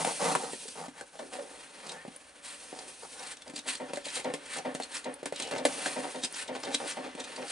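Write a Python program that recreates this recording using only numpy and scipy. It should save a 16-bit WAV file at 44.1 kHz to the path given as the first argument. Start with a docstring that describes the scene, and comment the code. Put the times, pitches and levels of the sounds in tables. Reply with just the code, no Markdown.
"""Inside a cramped sink cabinet, two microphones close to a plastic drain trap as a hand twists its slip nut.
Sleeve cloth drags past at first. Then each twist rocks the pipe with a hollow clunk, the thread sticks
and slips in a grind, and the hand hisses back for a new grip. The loose joint knocks, the plastic
chirps, and the close walls colour everything, over faint room noise."""
import sys
import numpy as np
from scipy import signal
from scipy.fft import rfft, irfft
from scipy.io import wavfile

SR = 44100
rng = np.random.default_rng(int(sys.argv[2]) if len(sys.argv) > 2 else 0)


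def pcm_store(signal):
    """Save signal as 16-bit PCM."""
    levels = np.round(np.clip(np.atleast_2d(signal), -1, 1) * 32767)
    wavfile.write(sys.argv[1], SR, levels.astype(np.int16).T)


N = 331191
TIME = np.arange(N) / SR
EDGE_HZ = 11230  # top of the microphones' band

# Spectra of grinding and of chirping plastic. Each row: frequency in Hz, level in dB.
GRIND_SPECTRUM = [(40, -26), (120, -1), (190, -11), (260, 0), (370, 2), (550, 0), (800, 4.5), (1100, -12.5),
                  (1400, -9.5), (2100, -4.5), (4000, -48.5), (11000, -77)]
CHIRP_SPECTRUM = [(150, -11.5), (260, -1.5), (1200, -9), (2300, -3), (3700, 0.5), (5000, -2.5), (6500, -4),
                  (8200, -0.5), (9500, -3.5), (11200, -16)]
# The hand sliding round the pipe for a new grip. Each row: fastest moment in seconds, level in dB,
# speeding up and slowing down in seconds, pitch of the palm's hollow in Hz, its level in dB.
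HAND_SLIDES = [(1.004, -58, 0.052, 0.016, 1700, -42), (1.337, -50.5, 0.013, 0.046, 900, -50),
               (2.455, -48, 0.022, 0.11, 2420, -79), (3.225, -52.5, 0.077, 0.067, 910, -40.5),
               (3.32, -49.5, 0.063, 0.025, 1783, -44), (3.689, -38.5, 0.025, 0.076, 1785, -44),
               (4.055, -47.5, 0.01, 0.14, 2520, -40.5), (4.149, -42, 0.016, 0.056, 1800, -44),
               (4.57, -45, 0.11, 0.027, 1910, -36.5), (4.957, -41.5, 0.044, 0.043, 1630, -37.5),
               (5.42, -52, 0.081, 0.14, 2820, -35.5), (5.868, -42.5, 0.043, 0.043, 1620, -35),
               (6.406, -43.5, 0.072, 0.036, 1780, -40), (6.89, -41.5, 0.035, 0.042, 1840, -36.5),
               (7.5, -46, 0.041, 0.061, 1740, -49)]


def amp(db):
    """Decibels to gain."""
    return 10 ** (np.asarray(db) / 20)


def unit(x):
    """Scales to rms 1."""
    return x / np.sqrt(np.mean(x ** 2) + 1e-20)


def read(points, hz):
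    """Reads a table on a log-frequency axis."""
    f, value = np.transpose(points)
    return np.interp(np.log(hz + 1), np.log(f + 1), value)


def add(mix, s, sound):
    """Mixes a sound in at s seconds."""
    part = mix[max(round(s * SR), 0):][:len(sound)]
    part += sound[:len(part)]


def colour(x, spectrum, size=2048):
    """Causal filter of unit energy, shaped by (Hz, dB) points and cut above the band edge."""
    hz = abs(np.fft.fftfreq(size, 1 / SR))
    log_gain = np.log(amp(read(spectrum, hz) - 40 * (hz > 1.1 * EDGE_HZ)))
    taps = np.fft.ifft(np.exp(np.conj(signal.hilbert(log_gain)))).real[:size // 2]
    return signal.oaconvolve(x, taps / np.linalg.norm(taps))[:len(x)]


def resonate(x, hz, t60):
    """One mode of gain 1 at its centre."""
    radius = np.exp(-np.log(1000) / (t60 * SR))
    return 2 * signal.lfilter([1 - radius], [1, -radius * np.exp(2j * np.pi * hz / SR)], x).real


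def slips(per_s, spread_db):
    """Micro-slips of friction: random clicks of uneven size."""
    size = amp(spread_db * np.minimum(rng.exponential(1, N), 4))
    return unit(size * rng.choice([-1, 1], N) * (rng.random(N) < per_s / SR))


def waver(per_s, depth_db):
    """Gain of an unsteady contact pressure."""
    draws = rng.standard_normal(N)
    return amp(depth_db * np.interp(TIME * per_s, np.arange(N), draws))


def room_tone():
    """Steady faint room noise, mostly common to both microphones."""
    # The room's background. Each row: frequency in Hz, level in dB.
    spectrum = [(15, -35), (25, -17), (75, -6), (118, -22.5), (303, -6), (391, -16), (907, -14),
                (1550, -7.5), (1710, -8.5), (2100, -30), (11000, -38), (14300, -54), (22000, -120)]
    shared, left, right = (colour(rng.standard_normal(N), spectrum) for _ in range(3))
    return amp(-64.5) * (shared + amp(-12) * np.array([left, right]))


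def sleeve_slide():
    """Sleeve cloth slips in fine grains: a hiss, and a duller scuff below it."""
    # How hiss and scuff rise and fall. Each row: time in seconds, level in dB.
    hiss_levels = [(0.0, -35), (0.14, -39), (0.71, -46), (0.94, -62), (1.11, -57.5), (1.4, -51),
                   (1.99, -57.5), (2.15, -56.5), (2.4, -60), (2.61, -49.5), (3.18, -49.5), (3.35, -59.5),
                   (4.0, -56.5), (4.1, -57), (4.98, -55.5), (5.08, -57), (5.25, -64), (5.48, -64),
                   (5.635, -52), (5.7, -42), (5.85, -40), (6.09, -46), (6.5, -57), (6.8, -47.5),
                   (7.12, -57.5), (7.44, -51.5), (7.51, -47)]
    scuff_levels = [(0.0, -47), (0.14, -45), (1.0, -63.5), (1.63, -53), (1.86, -52), (2.28, -58.5),
                    (2.7, -54.5), (3.51, -58.5), (3.93, -52), (4.75, -50.5), (5.25, -56), (5.62, -51.5),
                    (5.83, -39.5), (5.93, -43.5), (6.3, -53), (6.94, -47), (7.51, -49)]
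    # Their spectra. Each row: frequency in Hz, level in dB.
    hiss_spectrum = [(200, -7), (1500, -17), (2500, 1.5), (4300, -0.5), (6000, 0.5), (7200, 0), (8800, 7),
                     (10000, 4), (11200, -7)]
    scuff_spectrum = [(40, -28), (130, -5.5), (260, -0.5), (500, 5.5), (1000, 2), (1700, 0.5), (2500, 2),
                      (3600, -2.5), (6000, -11), (11000, -33)]
    hiss = colour(slips(per_s=17000, spread_db=-2), hiss_spectrum)
    hiss *= amp(np.interp(TIME, *np.transpose(hiss_levels)))
    scuff = colour(slips(per_s=8000, spread_db=1), scuff_spectrum)
    scuff *= amp(np.interp(TIME, *np.transpose(scuff_levels)))
    return amp(-2) * (hiss + scuff) * waver(per_s=61, depth_db=2)


def cloth_drag():
    """Coarse cloth catches on the cabinet panel, which hums."""
    # Strokes of the cloth. Each row: start in seconds, length in seconds, level in dB.
    strokes = [(0.0, 0.033, -33), (0.048, 0.074, -33.5), (0.194, 0.15, -29.5), (0.359, 0.15, -42),
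               (0.754, 0.12, -43), (0.937, 0.11, -54.5), (1.13, 0.05, -54), (1.829, 0.15, -47.5),
               (3.022, 0.039, -46), (3.123, 0.21, -56)]
    # Spectrum of the drag. Each row: frequency in Hz, level in dB.
    spectrum = [(40, 6), (110, -26), (170, -6), (260, -7.5), (400, -10.5), (720, -1.5), (900, -5),
                (1150, -9), (1400, -15), (2000, -24.5), (4000, -19.5), (11000, -15.5)]
    # Modes of the panel. Each row: frequency in Hz, level in dB, t60 in seconds.
    panel_modes = [(165.6, 8.5, 0.17), (480, 8, 0.035), (710, -2, 0.018), (810, 12.5, 0.022),
                   (1130, 3.5, 0.012), (1900, -1, 0.013)]
    gain = np.zeros(N)
    for s, length, db in strokes:
        t = np.arange(0, length, 1 / SR)
        add(gain, s, amp(db) * abs(np.sin(np.pi * t / length)) ** 0.27)  # a flat-topped arch
    catches = slips(per_s=2600, spread_db=3) * gain
    hum = sum(amp(db) * resonate(catches, hz, t60) for hz, db, t60 in panel_modes)
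    return amp(-3) * colour(catches, spectrum) + hum


def joint_knocks(contact_s=0.00057, snap_s=0.0038, chatter_s=0.019, rattle_s=0.0083):
    """Each knock is a hollow thud, a snap with chatter after it, and a rattle as the loose faces seat."""
    # Knocks of the joint. Each row: start in seconds, thud level in dB, crack level in dB,
    # thud pitch in Hz, thud t60 in seconds.
    knocks = [(0.0475, -23.5, -33, 715, 0.017), (0.3514, -16.5, -30.5, 980, 0.018),
              (0.3572, -25.5, -48, 1410, 0.0077), (0.437, -33, -64, 460, 0.026),
              (0.533, -34.5, -42.5, 443, 0.019), (0.654, -43, -65, 440, 0.049),
              (0.882, -37.5, -50.5, 267, 0.025), (1.0099, -35, -46, 1600, 0.016),
              (2.051, -34, -71, 696, 0.0034), (2.079, -36.5, -52, 220, 0.035),
              (2.728, -37.5, -62, 348, 0.015), (3.498, -43, -48.5, 283.5, 0.036),
              (3.537, -38.5, -55, 330, 0.019), (3.9344, -31.5, -39, 600, 0.015),
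              (3.9718, -31.5, -42, 600, 0.036), (4.066, -37.5, -58, 595, 0.015),
              (4.301, -28.5, -54, 570, 0.0061), (4.3384, -31.5, -36.5, 476, 0.0089),
              (4.7489, -30.5, -38, 296, 0.0057), (4.7999, -27, -44, 693, 0.027),
              (5.2298, -32.5, -49.5, 522, 0.0063), (5.2572, -30.5, -35, 603, 0.012),
              (5.324, -26, -45.5, 594, 0.0063), (5.511, -37.5, -39, 424, 0.025),
              (5.537, -36, -54, 730, 0.016), (5.5537, -40, -50, 626, 0.014),
              (5.652, -13.5, -25.5, 645, 0.015), (5.8597, -25, -40, 1640, 0.016),
              (6.829, -42, -57, 502, 0.019), (6.9703, -31, -54, 804, 0.018),
              (7.1505, -37.5, -49, 400, 0.0075)]
    # Spectrum of the crack. Each row: frequency in Hz, level in dB.
    crack_spectrum = [(60, -18), (160, 0), (270, 6.5), (400, 9.5), (600, 5), (1400, -2.5), (2500, -1),
                      (4300, -4), (6000, -7.5), (8500, -1), (11200, -9)]
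    thuds, cracks, rattles = np.zeros((3, N))
    t = TIME[:SR // 8]
    crack_decay = amp(1.5) * np.exp(-t / snap_s) + amp(-3) * np.exp(-t / chatter_s)
    for s, thud_db, crack_db, hz, t60 in knocks:
        ring = np.sin(2 * np.pi * hz * t) * (1 - np.exp(-t / contact_s)) * amp(-60 * t / max(t60, .004))
        add(thuds, s, amp(thud_db) * ring / abs(ring).max())
        add(cracks, s, amp(crack_db) * rng.standard_normal(len(t)) * crack_decay)
        add(rattles, s, amp(thud_db) * rng.standard_normal(len(t)) * np.exp(-t / rattle_s))
    impacts = thuds + colour(cracks, crack_spectrum)
    return amp(1.5) * impacts + amp(-10) * colour(rattles, GRIND_SPECTRUM)


def nut_chirps(ring_t60=0.017, overtone=1.6, creep_s=0.018):
    """A quick burst of slips creeps up, swells and dies, ringing two modes in the wall of the nut."""
    # Plastic sticking and slipping. Each row: time in seconds, level in dB, pitch in Hz, swell in seconds.
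    chirps = [(0.679, -30, 4930, 0.0058), (1.189, -35.5, 3650, 0.0033), (1.864, -32.5, 5100, 0.0035),
              (1.891, -27.5, 3800, 0.0038), (1.916, -31, 5060, 0.0041), (2.788, -29, 5030, 0.0028),
              (3.368, -36, 3750, 0.0032), (3.419, -34.5, 3480, 0.0028), (3.477, -35.5, 4850, 0.0024),
              (3.557, -26.5, 4750, 0.0063), (3.576, -28, 3930, 0.004), (3.588, -27, 3730, 0.0036),
              (3.678, -25, 3280, 0.0021), (3.75, -28, 4240, 0.0041), (3.958, -28, 4270, 0.0019),
              (4.043, -35, 3470, 0.0042), (4.056, -27, 4560, 0.0017), (4.083, -28.5, 4020, 0.0019),
              (4.243, -30, 4240, 0.0026), (4.821, -29, 4300, 0.0025), (4.83, -28.5, 4230, 0.0062),
              (5.042, -31, 4100, 0.0032), (5.359, -26, 3750, 0.0027), (5.398, -21.5, 5100, 0.0026),
              (5.419, -23.5, 4000, 0.0062), (5.577, -30.5, 4003, 0.0064), (5.858, -25, 1800, 0.0058),
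              (6.158, -31, 3600, 0.0019), (6.233, -20.5, 3770, 0.0046), (6.242, -19.5, 5070, 0.0069),
              (6.475, -32.5, 3580, 0.0057), (6.547, -35, 4360, 0.009), (6.632, -40, 2030, 0.0092),
              (6.646, -30.5, 3645, 0.0054), (6.7422, -14, 3873, 0.0049), (7.196, -28.5, 3724, 0.0071),
              (7.237, -31, 3800, 0.0067), (7.359, -32.5, 4650, 0.0049)]
    out, t = np.zeros(N), TIME[:SR // 8] - .04  # the creep begins ahead of the swell
    for s, db, hz, swell_s in chirps:
        age = np.maximum(t, 0) / swell_s
        slipping = (age * np.exp(1 - age)) ** 2 + amp(-12) * np.exp(-abs(t) / creep_s)
        burst = rng.standard_normal(len(t)) * slipping
        ring = amp(7) * resonate(burst, hz, ring_t60) + amp(2) * resonate(burst, overtone * hz, ring_t60)
        add(out, s + t[0], amp(db) * (burst + ring))
    return amp(-12.5) * colour(out, CHIRP_SPECTRUM)


def slide_swell(rise_s, fall_s, drop_db=13):
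    """One second of a slide of the hand, fastest at its rounded top in the middle."""
    t = TIME[:SR] - .5
    return amp(-drop_db * abs(t / np.where(t < 0, rise_s, fall_s)) ** 1.72)


def hand_speed():
    """Gain of all the slides of the hand together."""
    gain = np.zeros(N)
    for s, db, rise_s, fall_s, _, _ in HAND_SLIDES:
        add(gain, s - .5, amp(db) * slide_swell(rise_s, fall_s))
    return gain


def hand_swishes(hollow_t60=0.0034):
    """Dry skin slides over smooth plastic; the cupped palm adds a hollow tone, new with each grip."""
    # Skin on plastic. Each row: frequency in Hz, level in dB.
    spectrum = [(100, -33), (260, -8), (500, -10), (1000, -0.5), (1700, 2), (2600, 4), (4300, 1.5),
                (6200, -3.5), (8800, 5.5), (11200, -6)]
    grains = slips(per_s=11000, spread_db=-0.5) * waver(per_s=110, depth_db=3) * hand_speed()
    hollow = np.zeros(N)
    for s, _, rise_s, fall_s, hz, db in HAND_SLIDES:
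        tone = resonate(rng.standard_normal(SR), hz, hollow_t60)
        add(hollow, s - .5, amp(db) * slide_swell(rise_s, fall_s) * tone)
    return amp(5) * colour(grains, spectrum) + amp(3.5) * hollow


def stray_squeaks(per_s=30, swell_s=0.0029):
    """Under a moving hand the plastic catches at random, in tiny squeaks."""
    motion = hand_speed() + amp(-1.5) * turn_effort()
    catches = (rng.random(N) < per_s / SR) * amp(rng.uniform(-34, 0, N))
    age = TIME[:SR // 20] / swell_s
    bursts = signal.oaconvolve(catches, age * np.exp(1 - age))[:N] * rng.standard_normal(N) * motion
    return amp(4.5) * colour(bursts, CHIRP_SPECTRUM) + amp(19) * resonate(bursts, hz=5200, t60=0.0017)


def finger_skids(glide_s=0.027, attack_s=0.0043, decay_s=0.045, ring_t60=0.016):
    """A skid hums in a narrow band that sinks as the finger slows."""
    # Fingers landing on the pipe. Each row: start in seconds, level in dB, first and last pitch in Hz.
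    skids = [(1.189, -38.5, 655, 409), (1.382, -40.5, 623, 421)]
    out, t = np.zeros(N), TIME[:SR // 4]
    envelope = np.minimum(t / attack_s, 1) * np.exp(-t / decay_s)
    for s, db, first_hz, last_hz in skids:
        hum = signal.hilbert(unit(resonate(rng.standard_normal(len(t)), last_hz, ring_t60)))
        glide_cycles = np.cumsum((first_hz - last_hz) * np.exp(-t / glide_s)) / SR
        add(out, s, amp(db) * (hum * np.exp(2j * np.pi * glide_cycles)).real * envelope)
    return out


def turn_effort(decay_s=np.inf, attack_s=0.008, release_s=0.014):
    """Each turn starts abruptly, fades as the wrist runs out of travel, and stops."""
    # Turns of the nut. Each row: start in seconds, length in seconds, level in dB, fade over it in dB.
    turns = [(1.311, 0.053, -50.5, -0.5), (1.387, 0.21, -56, 6), (2.715, 0.17, -54, 5),
             (3.884, 0.029, -48, 3.5), (4.161, 0.043, -45.5, 4), (4.549, 0.053, -48.5, 0),
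             (5.394, 0.097, -50, 0.5), (5.51, 0.061, -38.5, 2.5), (5.682, 0.099, -47, 8.5),
             (5.858, 0.038, -36.5, 14), (6.029, 0.055, -43, 5.5), (6.546, 0.039, -44, 5.5),
             (6.629, 0.025, -44.5, 0.5), (6.667, 0.072, -42.5, 6), (6.797, 0.064, -44, 4),
             (7.039, 0.052, -43.5, 8), (7.414, 0.036, -46, 3.5)]
    gain, t = np.zeros(N), TIME[:SR // 2]
    for s, length, db, fade_db in turns:
        held = np.minimum(t / attack_s, 1) * np.exp(-np.maximum(t - length, 0) / release_s - t / decay_s)
        add(gain, s, held * amp(db - fade_db * np.minimum(t / length, 1)))
    return gain


def stick_slip(fast_hz=260, slow_hz=130, uneven_db=4):
    """The thread catches and lets go in a ragged train of ticks, quicker under a harder twist."""
    effort = turn_effort()
    rate = slow_hz + (fast_hz - slow_hz) * effort / (effort + amp(-38))
    rate *= waver(per_s=400, depth_db=3)
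    ticks = np.diff(np.floor(np.cumsum(rate) / SR), prepend=0)
    return unit(ticks * rng.choice([-1, 1], N) * amp(uneven_db * np.clip(rng.standard_normal(N), -2, 2)))


def thread_grind(bite_s=0.019):
    """The thread judders through each turn and rings the trap, brightest as it breaks loose."""
    # Modes of the trap's hollow body. Each row: frequency in Hz, level in dB, t60 in seconds.
    trap_modes = [(500, 12, 0.017), (725, 13, 0.012), (1200, 3, 0.043), (2070, 3.5, 0.0089)]
    bite_spectrum = [(400, -20), (1100, 17), (2000, 13), (3000, 11), (4400, 4), (6000, -2), (11000, -46)]
    ticks, effort = stick_slip(), turn_effort()
    grains = slips(per_s=1300, spread_db=3) * waver(per_s=220, depth_db=1.5)
    judder = ticks * effort
    grind = colour(grains * effort + amp(-8) * judder, GRIND_SPECTRUM)
    body = sum(amp(db) * resonate(judder, hz, t60) for hz, db, t60 in trap_modes)
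    bite = (ticks + amp(16) * grains) * turn_effort(decay_s=bite_s)
    return grind + amp(1.5) * body + amp(-10) * colour(bite, bite_spectrum)


def faint_rising_whistle(start_s=1.915, end_s=2.075, first_hz=1700, last_hz=1860, ring_t60=0.02):
    """A faint, thin whistle near 1.8 kHz swells, rises a little and fades."""
    out, progress = np.zeros(N), np.linspace(0, 1, round((end_s - start_s) * SR))
    tone = signal.hilbert(unit(resonate(rng.standard_normal(SR), first_hz, ring_t60)))[:len(progress)]
    glide_cycles = np.cumsum((last_hz - first_hz) * progress) / SR
    whistle = (tone * np.exp(2j * np.pi * glide_cycles)).real
    add(out, start_s, amp(-54) * np.sin(np.pi * progress) * whistle)
    return out


def seal_ticks(decay_s=0.0031):
    """The seal lets go with tiny, very high ticks."""
    # Ticks of the seal. Each row: start in seconds, level in dB.
    ticks = [(2.162, -51.5), (4.743, -56), (5.1396, -47), (6.325, -47), (6.602, -54)]
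    out, t = np.zeros(N), TIME[:SR // 20]
    for s, db in ticks:
        add(out, s, amp(db) * rng.standard_normal(len(t)) * np.exp(-t / decay_s))
    return amp(13.5) * colour(out, [(1000, -17), (7000, -19.5), (9500, 1), (11000, -8.5)])


def pipe_clunks(swell_s=0.0041, ring_swell_s=0.016, body_t60=0.4, rasp_t60=0.21, echo_hz=610):
    """The pipe rocks against one spot on its far support, so each clunk has the same rasp and ring."""
    # Clunks at the twists. Each row: start in seconds, level in dB.
    clunks = [(3.4618, -15), (3.6536, -12), (3.7972, -4), (4.2445, 1.5), (4.648, 0.5), (5.053, -1.5),
              (5.5825, -2.5), (5.9587, 0), (6.1425, -5), (6.485, -2.5), (6.6604, -7), (6.9676, -5),
              (7.1727, -10), (7.375, -5.5)]
    # A clunk's scattered sound, hollow body and short rasp. Each row: frequency in Hz, level in dB.
    body_spectrum = [(100, -17), (190, -17), (270, 1.5), (380, -1.5), (540, 3.5), (660, -6), (860, -1),
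                     (1300, -10), (2100, -9), (4000, -34), (11000, -51)]
    rasp_spectrum = [(300, -3), (850, 6.5), (1350, -9.5), (2000, -4), (2900, -12.5), (4500, -21),
                     (11000, -44)]
    # Modes of the pipe run. Each row: frequency in Hz, level in dB, t60 in seconds.
    pipe_modes = [(260.7, -40, 0.29), (527, -52, .25), (566, -46.5, 0.3), (746, -44, 0.17), (886, -36, .11),
                  (1094, -47, .3), (1822, -59.5, 0.29), (2020, -64, 0.15)]
    # Echoes along the pipe and the hollow behind the cabinet. Each row: delay in seconds, level in dB.
    echoes = [(.0112, 0.5), (.0155, -7), (.0267, -12.5), (.0308, -1), (.0425, -9), (.056, -10.5),
              (.0645, -8)]
    out, t = np.zeros(N), TIME[:SR // 2]
    body = colour(rng.standard_normal(len(t)), body_spectrum) * amp(-40.5 - 60 * t / body_t60)
    rasp = colour(rng.standard_normal(len(t)), rasp_spectrum) * amp(-32 - 60 * t / rasp_t60)
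    ring = sum(amp(db - 60 * t / t60) * np.sin(2 * np.pi * hz * t) for hz, db, t60 in pipe_modes)
    clunk = (body + rasp) * (1 - np.exp(-t / swell_s)) + ring * (1 - np.exp(-t / ring_swell_s))
    thump = np.sin(2 * np.pi * echo_hz * t) * t * amp(-60 * t / 0.0055)
    for delay, db in echoes:
        add(clunk, delay, amp(db - 27.5) * thump / abs(thump).max())
    for s, db in clunks:
        add(out, s, amp(db) * clunk)
    return out


def cabinet(x, bass_t60=0.064, treble_t60=0.11, shift_hz=0.8895, tail_count=3):
    """Modes and close walls, then a short diffuse tail at each microphone, shifting as the arm moves."""
    # Air and pipe resonances. Each row: frequency in Hz, level in dB, t60 in seconds.
    modes = [(162.5, -0.5, 0.28), (258, 3, 0.16), (288.6, 5.5, 0.25), (373.6, -1.5, 0.14), (505, 0, 0.084),
             (569, 4, 0.2), (745, -4, 0.33), (896, -6, 0.043), (1056, -16, 0.4), (1135, -13, 0.079),
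             (1783, -3.5, 0.028), (4310, -2.5, 0.016)]
    # Reflections off the nearest walls. Each row: delay in seconds, level in dB.
    walls = [(.0071, -37), (0.0113, -21.5)]
    t = TIME[:SR // 3]
    direct = signal.unit_impulse(len(t))
    response = direct + sum(amp(db) * resonate(direct, hz, t60) for hz, db, t60 in modes)
    for delay, db in walls:
        add(response, delay, amp([db]))
    hz, age, noise = signal.stft(rng.standard_normal((tail_count, 2, len(t))), SR, nperseg=256)
    t60 = read([(310, bass_t60), (7100, treble_t60)], hz)[:, None]
    # long waves reach both microphones alike, so little bass is diffuse
    diffuse_db = read([(150, -5), (1100, 0.3), (9000, -6.5)], hz)[:, None]
    _, tails = signal.istft(noise * amp(diffuse_db - 60 * age / t60), SR, nperseg=256)
    tails = tails[..., :len(t)] * np.minimum(t / 0.002, 1)
    out = signal.oaconvolve(x, response)[:N]
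    for k, tail in enumerate(tails):  # the tails crossfade in turn
        share = np.cos(np.pi * (shift_hz * TIME + k / tail_count)) ** 2 / np.sqrt(3 * tail_count / 8)
        diffuse = signal.oaconvolve((x * share)[None], tail / np.linalg.norm(tail[0]), axes=1)[:, :N]
        out = out + amp(-7) * diffuse
    return amp(-0.5) * out


def scene(low_cut_hz=140):
    """All the sounds inside the cabinet, over room tone; such small parts radiate little bass."""
    rubs = sleeve_slide() + hand_swishes() + cloth_drag() + finger_skids()
    whistle = faint_rising_whistle()
    plumbing = thread_grind() + pipe_clunks() + joint_knocks()
    squeaks_and_ticks = stray_squeaks() + nut_chirps() + seal_ticks()
    low_cut = signal.butter(3, low_cut_hz, "high", fs=SR, output="sos")
    return cabinet(signal.sosfilt(low_cut, rubs + whistle + plumbing + squeaks_and_ticks)) + room_tone()


def record(dry):
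    """Two close microphones, slightly apart in phase and level, then the band limit."""
    # Phase across the pair. Each row: frequency in Hz, lead of the left in radians.
    left_lead = [(0, 0), (120, -.3), (600, -.8), (1720, -.8), (4310, -.5), (11800, -.1)]
    # Balance of the pair. Each row: frequency in Hz, left minus right in dB.
    balance = [(60, 0.0), (110, 0.15), (190, 0.38), (350, 0.13), (620, 0.48), (1120, 0.83), (2010, 0.87),
               (3620, 0.47), (6490, 0.19), (11700, 0.0)]
    hz = np.fft.rfftfreq(N, 1 / SR)
    left = np.exp(.5j * read(left_lead, hz)) * amp(read(balance, hz) / 2)
    pair = irfft(rfft(dry) * np.array([left, 1 / left]), N)
    band_limit = signal.firwin(1023, EDGE_HZ, window=("kaiser", 8), fs=SR)
    return signal.oaconvolve(pair, band_limit[None], "same")


dry = scene()
out = record(dry)
pcm_store(out)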